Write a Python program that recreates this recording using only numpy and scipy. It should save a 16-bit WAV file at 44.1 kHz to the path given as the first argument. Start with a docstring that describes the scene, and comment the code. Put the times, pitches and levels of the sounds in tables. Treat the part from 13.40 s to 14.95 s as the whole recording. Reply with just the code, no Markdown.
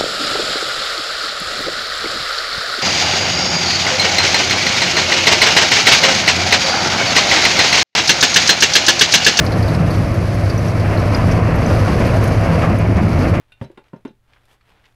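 """A soft rustle comes first: brown packing paper is lifted out of a cardboard box in a small
furnished room. Something hard clinks in small packets, which slip out and knock into the box,
each impact exciting its damped modes. Then the paper slides on over a low hum, hissing by
friction and crackling as its creases buckle."""
import sys
import numpy as np
from scipy import signal
from scipy.fft import rfft, irfft, next_fast_len
from scipy.io import wavfile

SR = 44100
rng = np.random.default_rng(int(sys.argv[2]) if len(sys.argv) > 2 else 0)


def generate_wav(sig):
    """Save sig (samples, or channels by samples) to the path in sys.argv[1] as 16-bit PCM at SR."""
    pcm = np.round(np.clip(np.atleast_2d(sig).T, -1, 1) * 32767).astype(np.int16)
    wavfile.write(sys.argv[1], SR, pcm)


N = 68355
TIME_S = np.arange(N) / SR


def from_db(db):
    """Decibels to amplitude ratio."""
    return 10 ** (np.asarray(db) / 20)


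def unit_power(x):
    """Normalisation to a mean square of one."""
    return x / np.sqrt(np.mean(x ** 2) + 1e-20)


def envelope(rows):
    """Gain interpolated in decibels between rows of time_s, level_db."""
    return from_db(np.interp(TIME_S, *np.transpose(rows)))


def decay(t60_s):
    """Exponential damping: 60 dB down after t60_s."""
    return np.exp(-np.log(1000) * TIME_S / t60_s)


def delayed(x, delay_s):
    """A pure time delay."""
    return np.concatenate([np.zeros(int(delay_s * SR)), x])[:N]


def butterworth(x, hz, kind, order=2):
    """A filter with a maximally flat passband."""
    return signal.sosfilt(signal.butter(order, hz, kind, fs=SR, output="sos"), x + 1e-18)


def band_around(x, centre_hz, octaves):
    """A band-pass about a geometric centre, at unit power."""
    half = 2 ** (octaves / 2)
    return unit_power(butterworth(x, [centre_hz / half, min(centre_hz * half, SR / 2 - 1)], "band"))


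def at_hz(rows, hz, column=1):
    """Interpolation of a table on a log-frequency axis."""
    rows = np.array(rows)
    return np.interp(np.log(hz + 1e-9), np.log(rows[:, 0]), rows[:, column])


def coloured(x, spectrum):
    """Spectral shaping, at unit power."""
    size = next_fast_len(N)
    hz = np.arange(size // 2 + 1) * SR / size
    return unit_power(irfft(rfft(x, size) * from_db(at_hz(spectrum, hz)), size)[:N])


def stick_slip(slips_per_s=5000, spread_db=3, flutter_db=1.2, clumps_per_s=120):
    """Stick-slip friction: paper on paper gives tiny impulses, uneven in size and in clumps."""
    slipping = rng.random(N) < slips_per_s / SR
    sizes = from_db(spread_db * np.minimum(rng.exponential(1, N), 5)) * rng.choice([-1, 1], N)
    clumps = np.interp(TIME_S * clumps_per_s, np.arange(N), rng.standard_normal(N))
    return slipping * sizes * from_db(flutter_db * clumps)


# Envelopes of the paper's rustle and treble hiss: time_s, level_db
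RUSTLE_LEVELS = [(0, -59), (0.05, -68.5), (0.35, -66), (0.43, -73), (0.455, -60), (0.51, -68.5),
                 (0.82, -79), (0.90, -62.5), (0.97, -62.5), (1.02, -66), (1.125, -58.5), (1.185, -71.5),
                 (1.25, -66), (1.30, -57.5), (1.36, -58), (1.42, -64), (1.465, -61), (1.55, -69.5)]
HISS_LEVELS = [(0, -80), (0.84, -81), (1.06, -77.5), (1.128, -64), (1.175, -82), (1.25, -78.5),
               (1.31, -73.5), (1.39, -83), (1.46, -74), (1.55, -77.5)]
# Their spectra: frequency_hz, relative_density_db
RUSTLE_SPECTRUM = [(150, 2.5), (900, 4.5), (1800, 2), (3300, -3), (5000, -13.5), (7500, -26), (15000, -31)]
HISS_SPECTRUM = [(3500, 1.5), (11500, 1), (14000, -3), (16000, -20)]

def sliding_paper():
    """Friction noise: the sheet radiates its many slips as a rustle and a hiss."""
    slips = stick_slip()
    rustle = envelope(RUSTLE_LEVELS) * coloured(slips, RUSTLE_SPECTRUM)
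    smoother_slips = slips + np.std(slips) * rng.standard_normal(N)
    return rustle + envelope(HISS_LEVELS) * coloured(smoother_slips, HISS_SPECTRUM)


# Room noise: frequency_hz, relative_density_db
NOISE_SPECTRUM = [(20, 1), (45, -1), (75, -4.5), (300, -24.5), (900, -30), (2500, -41), (6000, -48.5),
                  (15000, -47)]

def background(noise_db=-61.5, hum_db=-67, hum_hz=116.6):
    """Stationary sound: broadband room noise and a pure tone of mains hum."""
    noise = from_db(noise_db) * coloured(rng.standard_normal(N), NOISE_SPECTRUM)
    return noise + from_db(hum_db) * np.sqrt(2) * np.sin(2 * np.pi * hum_hz * TIME_S)


def ring(modes, scatter_db):
    """Modal superposition: a blow excites damped sinusoids, each with a chance strength."""
    out = 0
    for k, (hz, db, t60_s) in enumerate(modes):
        amplitude = (-1) ** k * from_db(db + scatter_db * rng.normal())
        out += amplitude * np.sin(2 * np.pi * hz * TIME_S) * decay(t60_s)
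    return out


# Hard pieces clink, and tick as a packet settles: start_s, level_db
CLINKS = [(0.1202, -42.5), (0.1740, -63.5), (0.2150, -50.5), (0.3755, -49.5), (0.6510, -48),
          (0.6900, -59.5), (0.7090, -66.5)]
TICKS = [(0.2465, -51.5), (0.5620, -62.5), (0.6780, -54.5)]
# Their modes: pitch_hz, level_db, t60_s
CLINK_MODES = [(1484, -9, 0.074), (2455, -6.5, 0.068), (2754, -4.5, 0.15), (3640, -7.5, 0.1),
               (3715, -8.5, 0.058), (10300, -27, 0.05)]
TICK_MODES = [(3960, -2.5, 0.094), (4700, -19, 0.044), (5320, -3, 0.036), (6190, -2.5, 0.028)]
# Their scratchy contact: frequency_hz, relative_density_db
CONTACT_SPECTRUM = [(800, 1.5), (1500, 0), (3500, 8.5), (6500, -17), (10300, -8), (15000, -38)]

def hard_pieces(contact_db=-7.5):
    """Hard impact: brief contact noise accompanies the free vibration of high modes."""
    out = 0
    for hits, modes in ((CLINKS, CLINK_MODES), (TICKS, TICK_MODES)):
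        for start_s, level_db in hits:
            tone = ring(modes, scatter_db=0.67)
            contact = decay(t60_s=0.07) * coloured(rng.standard_normal(N), CONTACT_SPECTRUM)
            out += delayed(from_db(level_db) * (tone + from_db(contact_db) * contact), start_s)
    return out


# Slap of cardboard: frequency_hz, relative_density_db, t60_s
SLAP_BANDS = [(60, -18, 0.14), (192, -13.5, 0.27), (520, 10.5, 0.15), (1040, 2, 0.063), (1490, -2, 0.13),
              (2840, -10.5, 0.19), (6500, -27.5, 0.17), (10900, -21.5, 0.14), (16000, -31, 0.055)]

def cardboard_slap(crack_db=-1.5):
    """Frequency-dependent damping: after a crack, each band of dense modes dies at its own rate."""
    edges_hz = np.geomspace(45, 17000, 15)
    white = rng.standard_normal((2, N))
    steady = damped = 0
    for k, (low, high) in enumerate(zip(edges_hz, edges_hz[1:])):
        centre_hz = np.sqrt(low * high)
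        band = from_db(at_hz(SLAP_BANDS, centre_hz)) * butterworth(white[k % 2], [low, high], "band")
        steady += band
        damped += band * decay(at_hz(SLAP_BANDS, centre_hz, column=2))
    crack = (1 + from_db(crack_db) * decay(t60_s=0.039)) / 2
    return damped / np.std(steady) * crack


# Packets hit the box: start_s, pitch_hz, thump_db, overtone_db, ring_db, slap_db, dull_hz, node_hz
IMPACTS = [(0.2125, 119.5, -17, -30, -32, -26.5, 2400, 1400),
           (0.22, 248, -26, -35, -36.5, -37.5, 1700, 1260), (0.2399, 138, -29.5, -33, -47, -39, 9100, 330),
           (0.2984, 349, -36.5, -51, -57, -40.5, 900, 1280),
           (0.3739, 244, -34.5, -35, -42.5, -34.5, 2940, 692),
           (0.5318, 180.5, -27.5, -32.5, -37, -32, 980, 798),
           (0.5611, 237, -39.5, -49, -58, -43, 2010, 884), (0.6500, 254.5, -20, -24, -36, -30.5, 3620, 547),
           (0.6744, 338, -42, -44, -51, -54, 4000, 643), (0.702, 215, -40.5, -48, -55, -64, 1000, 908)]
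# Modes of the box: pitch_hz, level_db, t60_s
BOX_MODES = [(131.4, -8.5, 0.14), (210.4, -6.5, 0.15), (242.1, 4, 0.11), (310.7, -6.5, 0.074),
             (385.7, -0.5, 0.11), (538, -7.5, 0.11), (621, -16.5, 0.2), (866, -14, 0.17), (919, -4, 0.084),
             (1038, -5, 0.065), (1401, -10.5, 0.11)]

def packet_knocks(push_s=0.0047, contact_s=0.0018, overtone_ratio=1.54, radiation_hz=47):
    """Impact excitation: a packet flexes a wall in two modes, rings the box and slaps the cardboard."""
    push = (TIME_S / push_s * np.exp((1 - (TIME_S / push_s) ** 2) / 2)) ** 0.41  # peaks at push_s
    flex = push + from_db(-29.5) * decay(t60_s=0.29)  # the wall rings on faintly
    onset = 1 - np.exp(-TIME_S / contact_s)
    out = 0
    for start_s, pitch_hz, thump_db, overtone_db, ring_db, slap_db, dull_hz, node_hz in IMPACTS:
        phase = 2 * np.pi * pitch_hz * TIME_S
        wall = -from_db(thump_db) * np.sin(phase) - from_db(overtone_db) * np.sin(overtone_ratio * phase)
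        body = wall * flex + from_db(ring_db) * ring(BOX_MODES, scatter_db=3.5)
        slap = from_db(slap_db) * butterworth(cardboard_slap(), dull_hz, "low", order=1)
        # The point of impact lies on a node of one band, which stays weak.
        notch = signal.iirnotch(node_hz, Q=3.66, fs=SR)
        out += delayed(signal.lfilter(*notch, body * onset + slap), start_s)
    return butterworth(out, radiation_hz, "high")  # the box radiates little deep bass


# Patches of paper crumple: start_s, length_s, level_db, centre_hz, width_octaves
CRUMPLES = [(0.214, 0.039, -59.5, 3430, 1.4), (0.959, 0.022, -57, 1250, 1.4),
            (1.093, 0.05, -63, 3190, 0.17), (1.447, 0.025, -58.5, 2820, 1.1)]

def crumples():
    """Cascaded buckling: a run of tiny creases swells and dies, ringing in one band of the sheet."""
    out = 0
    for start_s, length_s, level_db, centre_hz, width_octaves in CRUMPLES:
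        swell = np.sqrt(np.abs(np.sin(np.pi * np.minimum(TIME_S / length_s, 1))))
        crackle = band_around(stick_slip(), centre_hz, width_octaves)
        out += delayed(from_db(level_db) * swell * crackle, start_s)
    return out


# Creases snap: start_s, level_db, centre_hz
SNAPS = [(0.227, -55, 7900), (0.3155, -62.5, 8000), (0.4407, -57.5, 3060), (0.4836, -59.5, 3730),
         (0.9273, -60, 3600), (0.9342, -49, 2640), (0.9610, -52.5, 1410), (1.0540, -59, 9600),
         (1.2101, -54.5, 2470), (1.441, -52.5, 2600), (1.4561, -50.5, 3200)]
# Spectrum of a crease: frequency_hz, relative_density_db
CREASE_SPECTRUM = [(300, -32), (1000, 6.5), (2300, 1.5), (4200, -4), (6500, -14.5), (11000, -11.5),
                   (16000, -37)]

def crease_snaps():
    """Snap-through buckling: a crease gives way in a short burst, higher for a smaller fold."""
    out = 0
    for start_s, level_db, centre_hz in SNAPS:
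        noise = coloured(rng.standard_normal(N), CREASE_SPECTRUM)
        burst = band_around(noise, centre_hz, octaves=2.1) * decay(t60_s=0.042)
        out += delayed(from_db(level_db) * burst, start_s)
    return out


# Reflections from near surfaces: delay_s, level_db
REFLECTIONS = [(.0068, -20), (0.029, -22.5)]

def room(x, tail_db=-19, dull_hz=6300):
    """Reverberation: early reflections precede and overlap a short, dull, diffuse tail."""
    early = sum(from_db(level_db) * delayed(x, delay_s) for delay_s, level_db in REFLECTIONS)
    diffuse = butterworth(rng.standard_normal(N), dull_hz, "low", order=1)
    tail = delayed(diffuse * decay(t60_s=0.15), delay_s=0.011)
    late = signal.fftconvolve(x, tail / np.linalg.norm(tail))[:N]
    return x + early + from_db(tail_db) * late


def scene():
    """Superposition: box, packets and paper sound in the room over its background, in mono."""
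    sources = packet_knocks() + hard_pieces() + sliding_paper() + crease_snaps() + crumples()
    return (room(sources) + background())[None]


def record(dry, cutoff_hz=15700):
    """Band limiting: an elliptic low-pass cuts the top steeply."""
    return signal.sosfilt(signal.ellip(10, .1, 80, cutoff_hz, fs=SR, output="sos"), dry)


dry = scene()
out = record(dry)
generate_wav(out)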